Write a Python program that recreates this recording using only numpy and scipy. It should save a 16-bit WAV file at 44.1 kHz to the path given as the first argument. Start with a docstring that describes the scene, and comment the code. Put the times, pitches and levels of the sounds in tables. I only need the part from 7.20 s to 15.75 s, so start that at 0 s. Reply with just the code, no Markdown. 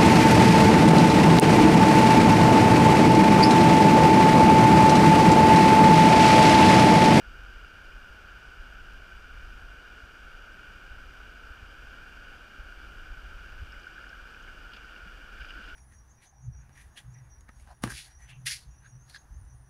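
"""On a river, from a kayak; the microphone sits in a waterproof camera case that rings near 1.5 kHz.
From the start, water roars over a low weir some way off, the current rumbles in slow swells and bumps
against the hull, and the camera's electronics hiss and whine faintly under it all.
At about 6.4 s a second kayak close by leans, stirring up froth and dripping. It tips at 7.5 s and
rolls over just after 8 s, slapping the water as air gulps out from under it."""
import sys
import numpy as np
from scipy import signal
from scipy.fft import rfft, irfft
from scipy.io import wavfile
from scipy.ndimage import uniform_filter1d

SR = 44100
rng = np.random.default_rng(int(sys.argv[2]) if len(sys.argv) > 2 else 0)


def persist_wave(psi):
    """Save psi, clipped to +-1, as 16-bit WAV."""
    counts = np.round(np.clip(psi, -1, 1) * 32767).astype(np.int16)
    wavfile.write(sys.argv[1], SR, np.atleast_2d(counts).T)


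N = 377055
T = np.arange(N) / SR

# resonances and notches of the case around the microphone (centre [Hz], width [Hz], gain [dB])
CASE = [(1484.7, 522, 26.3), (2000, 106, -7.5), (2407, 405, 8), (2610, 133, -9.5), (2812, 430, 6),
        (4807, 750, 9), (6540, 180, 4), (8200, 440, 2.5), (13100, 310, 4), (14470, 1190, 3.2)]
# spectrum of spray at close range (frequency [Hz], level [dB])
SPRAY = [(300, -22), (1500, -23), (2200, -4), (3000, 9), (4000, -7), (5000, -8), (7000, -20), (14000, -34)]


def undb(db):
    """Decibels to gain."""
    return 10 ** (np.asarray(db) / 20)


def level(x, db):
    """Scale to an rms level."""
    return x * undb(db) / np.sqrt(np.mean(x ** 2))


def walk(hz):
    """A random wander with a spread of 1 that takes a new direction hz times a second."""
    step = max(int(SR / hz), 1)
    held = np.repeat(rng.standard_normal(N // step + 2), step)[rng.integers(step):][:N]
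    slewed = uniform_filter1d(held, step)
    return slewed / slewed.std()


def add(out, s, sound):
    """Mix a short sound in at time s."""
    start = max(int(s * SR), 0)
    out[start:start + len(sound)] += sound[:max(N - start, 0)]


def colour(x, points=((1, 0), (2, 0)), bells=(), size=4096):
    """Filter by a smooth spectrum (frequency [Hz], level [dB]) and by resonances laid out as in CASE."""
    f = np.maximum(np.arange(size // 2 + 1) * SR / size, 1)
    hz, db = np.transpose(points)
    smooth_db = np.interp(np.log(f), np.log(hz), db)
    bells_db = sum(gain / (1 + (2 * (f - centre) / width) ** 2) for centre, width, gain in bells)
    cepstrum = irfft(np.log(undb(smooth_db + bells_db)))
    cepstrum[1:size // 2] *= 2  # folded so that ringing only follows a sound
    cepstrum[size // 2 + 1:] = 0
    impulse = irfft(np.exp(rfft(cepstrum)))
    return signal.oaconvolve(x, impulse)[:len(x)]


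def bursts(per_s, spread_db):
    """Clicks at random times, many small and a few large."""
    hits = rng.random(N) < per_s / SR
    size = np.minimum(rng.exponential(size=N), 6)
    return hits * rng.choice([-1, 1], N) * undb(spread_db * size)


def weir(start_db=-50, drift_db_per_s=0.0882):
    """Some way off, countless splashes merge into a roar that grows slightly as the kayak drifts."""
    # spectrum of the falling water (frequency [Hz], level [dB])
    roar = [(130, -1.5), (300, -2), (750, -6.5), (1000, -12), (1800, -15), (3000, -6.5), (4000, -19.5),
            (6000, -21), (9000, -27.5), (15000, -33.5)]
    wash = rng.standard_normal(N) * undb(0.13 * walk(hz=6.2))
    spatter = level(bursts(per_s=1800, spread_db=2.5), -5.5) * undb(walk(hz=14))
    return level(colour(wash + spatter, roar, CASE), start_db) * undb(drift_db_per_s * T)


def current(base_db=-50.2, weak_db=2, strong_db=4.5, first_s=0.25, period_s=1.97, width_s=0.35):
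    """The current rumbles on the hull in evenly paced swells, weak and strong in turn."""
    # spectrum of the flow along the hull (frequency [Hz], level [dB])
    rumble = [(10, -20.5), (20, -4.5), (30, -4.5), (43, -3), (60, -10), (85, -19), (120, -27), (200, -38.5),
              (400, -64.5)]
    flow = level(colour(rng.standard_normal(N), rumble, size=16384), base_db)
    swell_db = np.zeros(N)
    for k, s in enumerate(np.arange(first_s, N / SR, period_s)):
        swell_db += (strong_db if k % 2 else weak_db) * np.exp(-((T - s) / width_s) ** 2)
    eddy_db = 1.9 * walk(hz=9)  # single eddies make the rumble uneven
    return flow * undb(swell_db + eddy_db)


def electronics(whine_hz=5755, throb_hz=60):
    """The camera's thin whine throbs at the picture rate; its top hiss flickers in a repeating pattern."""
    phase = 2 * np.pi * np.cumsum(whine_hz + 24 * walk(hz=200)) / SR
    throb = 1 + 0.85 * np.sin(2 * np.pi * throb_hz * T)
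    whine = level(throb * np.sin(phase), -78) + level(throb * np.sin(2 * phase), -89)
    hiss = colour(rng.standard_normal(N), [(11000, -24), (12500, -14), (14000, 0)])
    flicker = np.resize(walk(hz=130)[:SR // 5], N)  # repeats every 0.2 s
    return whine + level(hiss * undb(6 * flicker / flicker.std()), -84)


def wavelets():
    """Now and then a wavelet gives the hull one soft, low push."""
    # bumps on the hull that carries the microphone (time [s], pitch [Hz], peak [dB])
    bumps = [(1.403, 41.7, -34), (2.84, 62, -41), (3.715, 41.6, -36.5), (4.31, 49.7, -39),
             (4.43, 69, -38.5), (5.401, 42.3, -34), (5.92, 36, -32.5), (6.427, 61.4, -29.5),
             (8.221, 37.3, -35)]
    out = np.zeros(N)
    for s, hz, db in bumps:
        cycles = np.arange(-int(2 * SR / hz), int(2 * SR / hz)) * hz / SR
        push = np.cos(2 * np.pi * cycles) * np.exp(-(cycles / 0.54) ** 2)
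        add(out, s - 2 / hz, undb(db) * push)
    return out


def bubble(hz, t60, glide):
    """A trapped bubble rings and rises in pitch as it nears the surface."""
    t = np.arange(int(t60 * SR) + 2) / SR
    return np.sin(2 * np.pi * hz * t * (1 + glide * t / t60 / 2)) * np.exp(-np.log(1000) * t / t60)


def froth(per_s=2600, sizes=20, ring_cycles=10, surge_db=1.7):
    """Swarms of bubbles of all sizes; each size surges by itself."""
    out = np.zeros(N)
    for hz in np.geomspace(250, 12000, sizes):
        births = bursts(per_s / sizes, spread_db=2.6)
        swarm = signal.oaconvolve(births, bubble(hz, ring_cycles / hz, glide=0.11))[:N]
        out += level(swarm, 0) * np.sqrt(hz) * undb(surge_db * walk(hz=16))
    return level(out, 0)


def stirred_water(attack_s=0.095, settle_t60_s=0.87):
    """Close by, froth builds with each move of the second kayak, lasts through it and settles."""
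    # the kayak leans, tips, rolls over (start [s], length [s], level [dB])
    moves = [(6.44, 0.44, -58), (7.49, 0.38, -57), (8.08, 0.41, -49.5)]
    # spectrum of sloshing at close range (frequency [Hz], level [dB])
    slosh = [(100, -12), (280, 2), (500, -10), (1000, -9.5), (1500, -1.5), (2200, 0.5), (3000, 7.5),
             (4000, -7), (5000, -5.5), (7000, -16), (10000, -17), (15000, -28)]
    envelope = np.zeros(N)
    for s, length, db in moves:
        rise = np.clip((T - s) / attack_s, 0, 1)
        settle = np.exp(-np.log(1000) * np.maximum(T - s - length, 0) / settle_t60_s)
        envelope += undb(db) * rise * settle
    fizz = froth()
    mist = level(rng.standard_normal(N), -3)  # the finest spray merges into a hiss
    return level(colour(fizz + mist, slosh, CASE), 0) * envelope


def splash(t60):
    """A short burst of spray that swells for a moment and dies away."""
    t = np.arange(SR // 4) / SR
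    return rng.standard_normal(len(t)) * np.minimum(20 * t / t60, 1) * np.exp(-np.log(1000) * t / t60)


def drips(ring_cycles=68):
    """Each drop ticks on the surface; its bubble rings a set number of cycles, so small ones are brief."""
    # drops falling near the microphone (time [s], bubble pitch [Hz], peak [dB])
    drops = [(6.523, 5140, -45), (6.543, 2000, -42), (6.600, 5700, -50), (6.632, 4800, -52),
             (6.666, 1480, -38.5), (6.780, 1590, -36), (6.841, 1750, -41), (6.893, 5240, -47),
             (6.928, 1560, -39), (7.146, 2500, -40), (7.226, 6260, -52), (7.278, 2100, -41),
             (7.762, 2740, -39), (8.306, 2800, -33)]
    out = np.zeros(N)
    for s, hz, db in drops:
        ring = bubble(hz, ring_cycles / hz, glide=0.29)
        tick = colour(splash(t60=0.01), SPRAY)[:len(ring)]
        drip = colour(ring + 0.49 * tick, bells=CASE)
        add(out, s, undb(db) * drip / np.abs(drip).max())
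    return out


def slaps():
    """The second kayak's paddle and hull strike the water and throw spray."""
    # strikes on the water close by (time [s], peak [dB])
    strikes = [(7.516, -48), (7.532, -40.5), (7.541, -43), (7.563, -42), (8.205, -44), (8.284, -45),
               (8.437, -43)]
    out = np.zeros(N)
    for s, db in strikes:
        slap = colour(splash(t60=0.065), SPRAY, CASE)
        add(out, s, undb(db) * slap / np.abs(slap).max())
    return out


def gulps(pinch_s=0.0022):
    """Large pockets of air pinch off gradually from under the rolling hull and ring low."""
    # escaping air pockets (time [s], pitch [Hz], level [dB])
    pockets = [(7.54, 206, -52), (7.857, 178, -47.5), (8.215, 139, -48), (8.355, 308, -48),
               (8.372, 260, -48), (8.393, 205, -46.5), (8.475, 272, -52)]
    out = np.zeros(N)
    for s, hz, db in pockets:
        ring = bubble(hz, t60=0.1, glide=0.2)
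        onset = 1 - np.exp(-np.arange(len(ring)) / SR / pinch_s)
        add(out, s, undb(db) * ring * onset)
    return out


def scene():
    """The river, the second kayak and the camera's own noise at the one microphone."""
    river = weir() + current() + wavelets()
    second_kayak = stirred_water() + drips() + slaps() + gulps()
    return (river + second_kayak + electronics())[None]


def record(dry):
    """The camera cuts the treble steeply above 15.25 kHz."""
    return signal.sosfilt(signal.ellip(12, 0.1, 70, 15250, fs=SR, output="sos"), dry)


dry = scene()
out = record(dry)
persist_wave(out)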